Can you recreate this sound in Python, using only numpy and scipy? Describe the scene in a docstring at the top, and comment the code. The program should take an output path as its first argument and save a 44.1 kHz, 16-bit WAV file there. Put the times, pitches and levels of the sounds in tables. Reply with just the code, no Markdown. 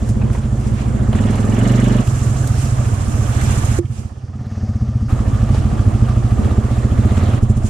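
"""Two quads on a leafy trail

A single-cylinder quad idles and revs, heard from the rider's helmet; a second quad runs ahead.
Each firing is a soft-edged click that rings the exhaust; clean tones locked to the crank hum in the frame.
Noise shaped in bands makes the pulsing clatter, the rustling leaves, the hiss and the low wind; twigs snap.
The ride is heard in four joined takes; within the second, at 3.8 s, the balance changes:
after a knock on the microphone housing the sound sinks, narrows and comes back."""
import sys
import numpy as np
from scipy import signal
from scipy.io import wavfile
from scipy.ndimage import uniform_filter1d

SR = 44100
rng = np.random.default_rng(int(sys.argv[2]) if len(sys.argv) > 2 else 0)


def unload_wav(signal):
    """Save mono or channel-first audio to the path in sys.argv[1] as 16-bit WAV at rate SR, clipped to [-1, 1]."""
    wavfile.write(
        sys.argv[1],
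        SR,
        np.round(np.clip(np.atleast_2d(signal).T, -1, 1) * 32767).astype(np.int16),
    )


N = 339129  # length in samples

# Times where the balance changes, dividing the sound into five stretches of balance: t/s
STRETCH_STARTS = [2.041, 3.797, 5.09, 7.39]
CHANGE_S = 0.016  # how long each change of balance takes
# Speed of the near engine: t/s, rate/firings per s
NEAR_SPEED = [(0, 14.45), (.45, 13.82), (1.11, 14.53), (1.24, 20.83), (1.51, 21.27), (1.71, 24.22),
              (2.03, 24.22), (2.05, 14.03), (3.32, 14.03), (3.96, 14.71), (4.52, 18.81), (4.74, 15.57),
              (5.08, 14.07), (5.1, 13.13), (5.94, 13.56), (6.34, 13.42), (6.44, 16.06), (6.94, 14.17),
              (7.38, 19.45), (7.4, 13.89), (7.69, 13.88)]
# Its crank position at the start and its jumps where the scene cuts: t/s, jump/cycles
NEAR_JUMPS = [(0, -.44), (2.04, -.42), (5.09, -.39), (7.39, -.43)]
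# Speed of the far engine: t/s, rate/firings per s
FAR_SPEED = [(0, 21.83), (.66, 21.3), (2.25, 21.36), (2.65, 21.84), (3.26, 17.09), (3.51, 18.89),
             (4.29, 18.05), (5.08, 20.8), (5.1, 14.33), (5.54, 15.15), (7.38, 14.86), (7.4, 14.78),
             (7.69, 14.78)]
# Its crank position at the start and its jumps where the scene cuts: t/s, jump/cycles
FAR_JUMPS = [(0, -.51), (5.09, -.15), (7.39, -.45)]
IDLE_PER_S = 14  # firings per s at idle
# How far the throttle is open: t/s, opening/0-1
THROTTLE = [(0, 0.23), (1.1, 0.54), (1.15, 1), (1.47, 0.73), (1.54, 1), (1.7, 1), (2.03, 0.87), (2.05, 0.1),
            (3.2, 0), (3.5, 0.48), (4.25, 0), (4.33, 0.47), (4.55, 0.53), (4.8, 0.46), (6.33, 0.18),
            (6.39, 0.8), (6.6, 0.24), (6.8, 0.49), (6.95, 0.51), (7.2, 0.87), (7.38, 0.36), (7.4, 0),
            (7.69, 0.3)]
# Dip in level after the knock: t/s, level/dB
DIP = [(3.79, -5), (3.87, -13.5), (4.0, -6), (4.2, -12), (4.35, -10), (4.56, -4), (5.07, -1.5), (5.1, 3)]
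# Stereo width: t/s, width/0-1
STEREO_WIDTH = [(0, 0.55), (4.1, 0.96), (4.5, 0.06), (4.6, 0), (5.07, 0), (5.09, 0.6), (7.69, 0.71)]
# How alike left and right noise are: f/Hz, likeness/-1 to 1
LIKENESS = [(100, 0.92), (250, 0.79), (500, 1), (1000, -0.7), (2500, 0.2), (5000, -0.14), (12000, -0.83)]
# Left minus right at full width, for noise: f/Hz, level/dB
NOISE_LEAN = [(150, 0), (400, -8.5), (1000, -9.5), (2400, -5), (5000, -3.5), (8000, -10.5), (13000, -14.5)]
LOW_LEAN_DB, LOW_LAG_MS = -4, 0.17  # low engine tones at full width: left minus right, right after left

# Ringing tones (modes) all have columns: f/Hz, level/dB, time to fall 60 dB/s, delay/ms
# Near exhaust: low thump
THUMP_MODES = [(102, 0, .085, 0)]
# Near exhaust: steady-sounding low drone
DRONE_MODES = [(120, 0, .2, 2)]
# Near exhaust: bark, columns as above
BARK_MODES = [(217.1, 7.5, 0.096, 0)]
# First ringing that makes the bark build up over a few cycles
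BARK_SWELL_MODES = [(225.4, 0, 0.038, 0)]
# Near exhaust: upper throaty tones
THROAT_MODES = [(238.6, 9, 0.095, 0.56), (283.7, -6, 0.16, 0.81), (356.4, -3.5, 0.08, 0.4),
                (424, -3, 0.076, 0.71), (507, -4, 0.071, 0.35), (604, -4, 0.1, 0.42)]
# Exhaust of the quad ahead
FAR_MODES = [(93.6, 2.5, 0.19, 0.29), (125, 5.5, 0.18, -0.22), (219, -9.5, 0.18, 0.7), (298, -16.5, 0.1, 1)]
# Valve ticks
VALVE_MODES = [(2910, -1.5, 0.037, -0.038), (3170, -21, .03, -1.5)]
# Piston slaps
PISTON_MODES = [(730, 3, 0.03, 0), (1270, 1, 0.025, 0), (1800, -1, 0.02, 0)]
# Housing of the microphone
KNOCK_MODES = [(344, -7.5, 0.11, 0), (526, -19, 0.033, 0)]
KNOCK_S = 3.788  # time of the knock

# Layer levels all have columns: five stretch levels/dB, change at full throttle/dB,
# change per firing per s above idle/dB, share of the dip/1
# Exhaust thump
THUMP_LEVEL = (-20, -19.5, -20, -25, -24, 2, -1.0, 1.13)
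# Exhaust drone
DRONE_LEVEL = (-20, -21, -27, -25, -23, -2, -.8, 1.2)
# Exhaust bark
BARK_LEVEL = (-21, -25, -27, -32, -28, 9, -0.45, 1.32)
# Exhaust throat
THROAT_LEVEL = (-31, -38, -41.5, -37, -35, 8, 0.96, 1.44)
# Growl at five times the firing rate, stronger under load
GROWL_LEVEL = (-28.5, -23, -32, -38, -40, 12.5, 0.85, 1.63)
# Delay of bark and throat behind the thump: same columns, but in ms (the last is ms per dB of dip)
BARK_LAG = (4, 6, 5.5, 1.5, 1, 1.5, -.8, .5)
# Lower clatter
CLATTER_LEVEL = (-30.5, -29, -40.5, -35.5, -38.5, 3.5, 0.4845, 0.86)
# Upper clatter
UPPER_CLATTER_LEVEL = (-51, -42.5, -61, -52, -52, 10, 0.69, 0.34)
# Engine case
CASE_LEVEL = (-36.5, -28, -40.5, -35.5, -42.5, 2, 0.68, 1.14)
# Valve clicks, before they ring
VALVE_LEVEL = (-58, -54, -76, -62, -56, 17, 1.5, .1)
# Piston clicks, before they ring
PISTON_LEVEL = (-39, -40, -43, -37, -38, 7, 0.35, 0.15)
# Leaf rustle
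RUSTLE_LEVEL = (-52, -46, -57, -49.5, -67, -10, -0.02, 0.5)
# Highest part of the rustle
RUSTLE_TOP_LEVEL = (-49.5, -38.5, -63.5, -57.5, -63.5, 7.5, 0.5, 1)
# Band of hiss
HISS_LEVEL = (-56, -72, -54.5, -72, -74, -2, 0.93, 1)
# Wind
WIND_LEVEL = (-20, -26, -30, -30.5, -29, -3, 0, 1.33)
# Crank shaking the frame: times per turn/1, sense/1, layer level (columns as above)
FRAME_SHAKES = [(1, 1, (-25, -20, -42, -48, -37, 7, 1.03, 3)),
                (2, -0.6, (-13, -17.5, -25, -27, -29.5, 3, -1.0, 1.85)),
                (3, 0.89, (-30.5, -26, -48, -47, -38, 7.5, 2.16, 4.7)),
                (4, 0.92, (-44, -40, -68, -34.5, -54, 3.5, 1.03, -0.8))]
# Level of the far exhaust: t/s, level/dB
FAR_LEVEL = [(0, -20.5), (.55, -20), (1.1, -20.5), (2, -37), (2.1, -16), (2.9, -18.5), (3.1, -19),
             (3.8, -18.5), (4, -34.5), (5.1, -22.5), (5.7, -14.5), (6.3, -25), (7, -21.5), (7.69, -19.5)]

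# Noise colours all have columns: f/Hz, relative level/dB per Hz
# Lower clatter
CLATTER_LOW = [(220, 5), (300, 2.5), (450, -5), (600, -3), (760, -7), (1000, -5), (1400, -16),
               (1900, -30.5)]
# Upper clatter
CLATTER_HIGH = [(880, -15), (1500, 3), (1780, -9.5), (2060, -2.5), (2370, -7.5), (2950, -4.5),
                (3330, -11.5), (4600, -12.5), (5980, -45), (10100, -120)]
# Rustle
RUSTLE_LOW = [(2350, 3), (4000, -6.5), (4840, 0), (7400, -2), (9620, -0.5), (16300, -120)]
# Top of the rustle
RUSTLE_TOP = [(4000, -27), (6800, 7.5), (7660, -7), (10100, -2.5), (11300, -13), (12500, -28.5),
              (14300, -29), (15300, -35)]
# Resonances of the engine case: f/Hz, width/Hz, level/dB
CASE_RESONANCES = [(736, 86, -9.5), (1174, 110, -8.5), (1810, 180, -36)]
# Edges of the hiss band: f/Hz
HISS_BAND = (4400, 6500)
# Brief swells of the rustle: peak t/s, rise/s, fall/s, level/dB, top above it/dB, dull scrape above it/dB
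SWISHES = [(.1, 0.074, 0.039, -47.5, 3.5, -5), (.34, 0.018, .04, -47, 1, 1), (.68, 0.11, .04, -49.5, 1, 3),
           (.8, 0.038, 0.06, -46.5, -10, 9), (2.089, 0.013, 0.14, -46.5, -12, -10),
           (2.3, 0.15, 0.06, -59, 1, -10), (2.63, 0.089, 0.087, -40.5, -2, -7),
           (3.5, 0.18, 0.21, -42, 1, 7), (3.98, 0.077, 0.07, -50.5, -2, 0.5),
           (5.55, .03, 0.075, -41, -11, 1.5), (7.17, 0.01, 0.03, -48, 1, -5.5),
           (7.431, 0.0099, 0.022, -52.5, 9, -20), (7.5, 0.0067, 0.019, -48, 4.5, -14),
           (7.57, 0.0062, 0.017, -51, 5.5, -10), (7.67, 0.029, 0.038, -42.5, 2, -2)]
# Twigs snapping under the wheels: t/s, level/dB, f/Hz, width/octaves, treble above it/dB, thud above it/dB
TWIG_SNAPS = [(.089, -38, 1400, 1.3, 2, 1), (.214, -22, 2530, 0.25, -44, 2),
              (0.299, -26, 1000, 1.3, -28, 10), (0.329, -35, 1400, 1.8, -6, 1),
              (0.348, -25.5, 1520, 0.88, -28, 15), (0.373, -31, 1500, 1.4, -24, -9),
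              (1.128, -25, 2700, 0.67, -20, 12), (1.149, -22.5, 1700, 0.87, -30, -3),
              (1.185, -24.5, 2300, 0.93, -30, -6), (2.072, -29, 1400, 2., -6, -8),
              (2.473, -33.5, 1400, 2., 5, 8), (3.412, -26.5, 1600, 1.6, -4, -6),
              (3.853, -36, 2500, 0.71, -22, -2), (5.005, -32, 1160, 0.72, -30, -17),
              (5.544, -31.5, 1800, 3.4, -23, 19.5), (7.172, -30, 1400, 2.3, -18, -3)]

PIPE_CUT_HZ = 64.4  # the open pipe radiates little below this
SILENCER_HZ = 25  # the silencer's volume smooths the low pulses above this
UNEVEN_DB, STEADIER_DB_PER_SPEED = 2.2, .16  # spread of firing strength at idle, less per firing/s above
SHAKE_LAG, SHAKE_LAG_PER_SPEED = 1.25, .035  # radians of crank angle at idle, more per firing/s above
CASE_PULSE_DB = 3.5  # half of the extra drop between firings in the case sound
PUFF_DB, PUFF_DB_AT_FULL = 1, 3  # half of the rustle's drop between firings: closed, added at full throttle
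CUTOFF_HZ = 15600  # the top is fully cut from here up

SIDES = np.array([[1], [-1]])  # left, right


def from_db(db):
    """Turn a level in dB into a gain."""
    return 10 ** (np.asarray(db) / 20)


def rms_one(x):
    """Scale a sound to an average strength (rms) of 1."""
    return x / np.sqrt(np.mean(x ** 2) + 1e-20)


def in_time(rows):
    """Draw straight lines between the rows of a table, giving one curve per column."""
    s, *columns = np.transpose(rows)
    return [np.interp(np.arange(N) / SR, s, column) for column in columns]


def at_hz(points, hz):
    """Read a table at a pitch, with octaves equally spaced."""
    table_hz, values = np.array(points).T
    return np.interp(np.log(hz), np.log(table_hz), values)


def above_idle():
    """Near engine speed above idle, in firings per s."""
    return in_time(NEAR_SPEED)[0] - IDLE_PER_S


def stretch_at(s):
    """Number of the stretch of balance at time s, counted from 0."""
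    return np.searchsorted(STRETCH_STARTS, s)


def level(layer):
    """Add up a layer's value from its stretch, the throttle, the speed and the dip."""
    *stretch_values, at_full_throttle, per_speed, share = layer
    stretch = stretch_at(np.arange(N) / SR)
    held = uniform_filter1d(np.array(stretch_values, float)[stretch], size=int(CHANGE_S * SR))
    return held + at_full_throttle * in_time(THROTTLE)[0] + per_speed * above_idle() + share * in_time(DIP)[0]


def drift(rate):
    """Slow random wander with spread 1: noise smoothed twice at rate Hz."""
    r = np.exp(-80 * np.pi * rate / SR)  # computed on every 40th sample
    noise = rng.standard_normal(N // 40 + 2002)
    slow = signal.lfilter([1], [1, -2 * r, r * r], noise)[2000:]
    return np.interp(np.arange(N) / 40, np.arange(len(slow)), rms_one(slow))


def crank(speed, jumps):
    """Count the firings so far; after a backward jump the count holds until it catches up."""
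    turned = np.cumsum(in_time(speed)[0]) / SR
    turned = turned + sum(cycles * (np.arange(N) >= s * SR) for s, cycles in jumps)
    return np.maximum.accumulate(turned)


def strokes(firings, lead, uneven_db):
    """One click per cycle, each of its own strength, lead seconds ahead of the firing count."""
    at = np.flatnonzero(np.diff(np.floor(firings))) - lead * SR
    at = np.clip(at + rng.normal(0, 6, len(at)), 0, N - 1).astype(int)  # a few samples of jitter
    clicks = np.zeros(N)
    clicks[at] = -from_db(np.broadcast_to(uneven_db, N)[at] * rng.standard_normal(len(at)))
    return clicks


def softened(clicks, hz):
    """Round the edges of clicks, as in a gas pulse."""
    return signal.sosfilt(signal.butter(2, hz, fs=SR, output="sos"), clicks + 1e-18)


def ring(clicks, modes):
    """Clicks set fading tones ringing, neighbours in opposite sense, each with its own delay."""
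    out = 0
    for k, (hz, level_db, t60, delay_ms) in enumerate(modes):
        r, w = from_db(-60 / (t60 * SR)), 2 * np.pi * hz / SR
        late = np.roll(clicks, round(delay_ms / 1000 * SR))
        tone = signal.lfilter([0, np.sin(w)], [1, -2 * r * np.cos(w), r * r], late + 1e-18)
        out = out + (-1) ** k * from_db(level_db) * tone
    return out


def rattled(clicks, seconds):
    """Each contact chatters briefly: a burst of noise that fades after every click."""
    fading = signal.lfilter([1], [1, -np.exp(-1 / (seconds * SR))], np.abs(clicks))
    return rng.standard_normal(N) * fading / np.sqrt(seconds * SR / 2)


def puffing(depth_db, ahead):
    """Gain that jumps once a cycle and then drops by twice the depth, with mean power 1."""
    cycle = (crank(NEAR_SPEED, NEAR_JUMPS) + ahead) % 1
    gain = from_db(-2 * np.clip(depth_db, 0, 12) * np.minimum(2.7 * cycle, 1))
    return gain / np.sqrt(uniform_filter1d(gain ** 2, size=SR // 7))


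def banded_noise(spectrum, width, patchy_db):
    """Stereo noise in third-octave bands, each with its level, flicker, likeness and lean; middle rms 1."""
    out, together = 0, drift(3.7)
    lowest, highest = spectrum[0][0], spectrum[-1][0]
    edges = lowest * 2 ** np.arange(0, np.log2(highest / lowest) + 1 / 3, 1 / 3)
    white = rng.standard_normal((2, 2, N))
    for k, (low, high) in enumerate(zip(edges, edges[1:])):
        band = signal.butter(2, [low, high], "band", fs=SR, output="sos")
        mid, side = signal.sosfilt(band, white[k % 2])
        hz = np.sqrt(low * high)
        alike = np.clip(at_hz(LIKENESS, hz), -1, 1)
        flicker_db = patchy_db * (.6 * together + 1.6 * drift(22.0))
        gain = from_db(at_hz(spectrum, hz) + flicker_db)
        lean = from_db(at_hz(NOISE_LEAN, hz) / 2 * width * SIDES)
        stereo = np.sqrt(1 + alike) * mid + width * np.sqrt(1 - alike) * side * SIDES
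        out = out + gain * lean * stereo
    return out / np.sqrt(np.mean(out.mean(axis=0) ** 2))


def near_exhaust():
    """Each firing rings pipe and silencer; load brings out the upper tones."""
    firings = crank(NEAR_SPEED, NEAR_JUMPS)
    fire = strokes(firings, lead=.0093, uneven_db=UNEVEN_DB - STEADIER_DB_PER_SPEED * above_idle())
    pipe_cut = signal.butter(2, PIPE_CUT_HZ, "high", fs=SR, output="sos")
    sharp = signal.sosfilt(pipe_cut, softened(fire, hz=446))
    full = signal.sosfilt(signal.butter(1, SILENCER_HZ, fs=SR, output="sos"), sharp)
    late = np.interp(np.arange(N) - level(BARK_LAG) / 1000 * SR, np.arange(N), sharp)
    parts = ((THUMP_LEVEL, full, THUMP_MODES), (DRONE_LEVEL, full, DRONE_MODES),
             (BARK_LEVEL, ring(late, BARK_SWELL_MODES), BARK_MODES), (THROAT_LEVEL, late, THROAT_MODES))
    pipe = sum(from_db(level(layer)) * rms_one(ring(pulses, modes)) for layer, pulses, modes in parts)
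    growl = uniform_filter1d(np.cos(10 * np.pi * firings + 1.4), size=SR // 500)
    return pipe + from_db(level(GROWL_LEVEL) + 1.5 * drift(17.0)) * rms_one(growl)


def frame_shake():
    """Clean hums locked to the crank, which turns twice per firing."""
    angle = 4 * np.pi * crank(NEAR_SPEED, NEAR_JUMPS) - SHAKE_LAG - SHAKE_LAG_PER_SPEED * above_idle()
    out = 0
    for times, sense, layer in FRAME_SHAKES:
        hum = rms_one(uniform_filter1d(np.cos(times * angle), size=SR // 500))
        out = out + sense * from_db(level(layer) + 1.4 * drift(5.0)) * hum
    return out


def far_exhaust():
    """The quad ahead: firings with duller pulses and uneven strength ring its pipe."""
    fire = strokes(crank(FAR_SPEED, FAR_JUMPS), lead=.0075, uneven_db=2.2)
    return from_db(in_time(FAR_LEVEL)[0]) * rms_one(ring(softened(fire, hz=270), FAR_MODES))


def case_hum():
    """Broad shaking heard through the narrow resonances of the engine case."""
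    out, shaking = 0, rng.standard_normal((2, N))
    shaking[1] += 0.25 * shaking[0]
    for hz, width_hz, level_db in CASE_RESONANCES:
        r = np.exp(-np.pi * width_hz / SR)
        band = signal.lfilter([1, 0, -1], [1, -2 * r * np.cos(2 * np.pi * hz / SR), r * r], shaking)
        out = out + from_db(level_db + 1.9 * drift(7.1)) * rms_one(band)
    return out * from_db([[.1], [-.1]])


def clatter(width):
    """Chain, gears and panels: noise pulsing with the firing, more deeply as the crank turns faster."""
    depth_db = 0.25 + 0.081 * above_idle()
    case = case_hum() * from_db(level(CASE_LEVEL)) * puffing(CASE_PULSE_DB, ahead=0.2)
    middle = case.mean(axis=0)
    case = middle + width * (case - middle)
    low = from_db(level(CLATTER_LEVEL)) * banded_noise(CLATTER_LOW, width, patchy_db=1.0) + case
    high = from_db(level(UPPER_CLATTER_LEVEL)) * banded_noise(CLATTER_HIGH, width, patchy_db=1.7)
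    return low * puffing(depth_db, ahead=0.2) + high * puffing(depth_db, ahead=0.43)


def valves():
    """Once a cycle a valve seats and the piston slaps, ahead of the exhaust pulse."""
    firings = crank(NEAR_SPEED, NEAR_JUMPS)
    seats = strokes(firings, lead=0.021, uneven_db=1.2) * from_db(level(VALVE_LEVEL))
    slaps = strokes(firings, lead=0.027, uneven_db=0.0) * from_db(level(PISTON_LEVEL))
    knocks = rattled(uniform_filter1d(slaps, size=SR // 120), seconds=0.011)
    ticks = seats + 0.2 * rattled(seats, seconds=0.008)
    return (ring(ticks, VALVE_MODES) + ring(knocks, PISTON_MODES)) * from_db([[-1.5], [1.5]])


def swells(above_db):
    """Gain of all swishes: each grows to its peak and dies away, within its own stretch."""
    t = np.arange(N) / SR
    stretch = stretch_at(t)
    gain = 0
    for (s, rise, fall, db, *_), extra in zip(SWISHES, above_db):
        shape = np.exp(-np.maximum((s - t) / rise, (t - s) / fall))
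        gain = gain + from_db(db + extra) * shape * (stretch == stretch_at(s))
    return gain


def rustle(width):
    """Dry leaves and leaking air hiss in the treble, with brief swishes on top."""
    *_, top_db, scrape_db = np.transpose(SWISHES)
    low_gain = np.hypot(from_db(level(RUSTLE_LEVEL)), swells(0 * top_db))
    top_gain = np.hypot(from_db(level(RUSTLE_TOP_LEVEL)), swells(top_db))
    low = banded_noise(RUSTLE_LOW, width, patchy_db=0.9) * low_gain
    top = banded_noise(RUSTLE_TOP, width, patchy_db=0.92) * top_gain
    dull = signal.butter(2, [600, 2800], "band", fs=SR, output="sos")
    scrape = signal.sosfilt(dull, rng.standard_normal((2, N)))
    puffs = puffing(PUFF_DB + PUFF_DB_AT_FULL * in_time(THROTTLE)[0], ahead=0.028)
    return (low + top) * puffs + rms_one(scrape) * swells(scrape_db)


def hiss():
    """A gently wavering band of hiss in the middle of the stereo picture."""
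    band = signal.butter(3, HISS_BAND, "band", fs=SR, output="sos")
    noise = signal.sosfilt(band, rng.standard_normal(N))
    return from_db(level(HISS_LEVEL) + 0.95 * drift(9.0)) * rms_one(noise)


def wind(level_db):
    """Lumpy low noise on the microphone ports, its own in each channel."""
    band = signal.butter(2, [38, 260], "band", fs=SR, output="sos")
    low = signal.sosfilt(band, rng.standard_normal((2, N)))
    return from_db(level_db + 4.9 * drift(2.8)) * rms_one(low)


def snaps():
    """Each twig gives a dry crack with a short noisy tail: woody, bright and a low thud."""
    t = np.arange(SR // 12) / SR
    out = np.zeros((2, N))
    bright = signal.butter(2, [5000, 10500], "band", fs=SR, output="sos")
    low = signal.butter(2, [250, 800], "band", fs=SR, output="sos")
    fade = np.exp(-t / 0.0058) + 0.14 * np.exp(-t / 0.019)
    shape = (1 - np.exp(-t / 0.00089)) * fade * 1.18
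    for s, level_db, hz, octaves, treble_db, thud_db in TWIG_SNAPS:
        edges = hz * 2 ** (max(octaves, .1) / 2 * np.array([-1, 1]))
        woody = signal.butter(3, edges, "band", fs=SR, output="sos")
        noise = rng.standard_normal((3, len(t))) * shape
        noise = noise[:2] + 1.42 * noise[2]  # own noise per side plus a shared part
        burst = signal.sosfilt(woody, noise) + from_db(treble_db) * signal.sosfilt(bright, noise)
        burst += from_db(thud_db) * signal.sosfilt(low, noise)
        start = round(s * SR)
        out[:, start:start + len(t)] += from_db(level_db) * burst
    return out


def knock():
    """One dull blow rings the microphone housing, stronger on the right."""
    click = np.zeros(N)
    click[round(KNOCK_S * SR)] = 1
    return ring(click, KNOCK_MODES) * from_db([[-6.0], [3.0]])


def scene():
    """Mix all layers; exhausts reach both ports nearly alike, slightly apart in level and time."""
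    width = np.clip(in_time(STEREO_WIDTH)[0], 0, 1)
    pipes = near_exhaust() + frame_shake() + far_exhaust()
    shift = width * LOW_LAG_MS / 2000 * SR  # half the lag, in samples
    lagged = [np.interp(np.arange(N) + k * shift, np.arange(N), pipes) for k in (1, -1)]
    engine = lagged * from_db(LOW_LEAN_DB / 2 * width * SIDES) + clatter(width) + valves()
    return engine + rustle(width) + hiss() + width * wind(level(WIND_LEVEL)) + snaps() + knock()


def record(dry):
    """Cut the deepest bass, round the peaks, then cut the top."""
    dry = signal.sosfilt(signal.butter(2, 20, "high", fs=SR, output="sos"), dry)
    rounded = 1.122 * np.tanh(dry / 1.043)
    return signal.sosfilt(signal.cheby2(12, 70, CUTOFF_HZ, fs=SR, output="sos"), rounded)


dry = scene()
out = record(dry)
unload_wav(out)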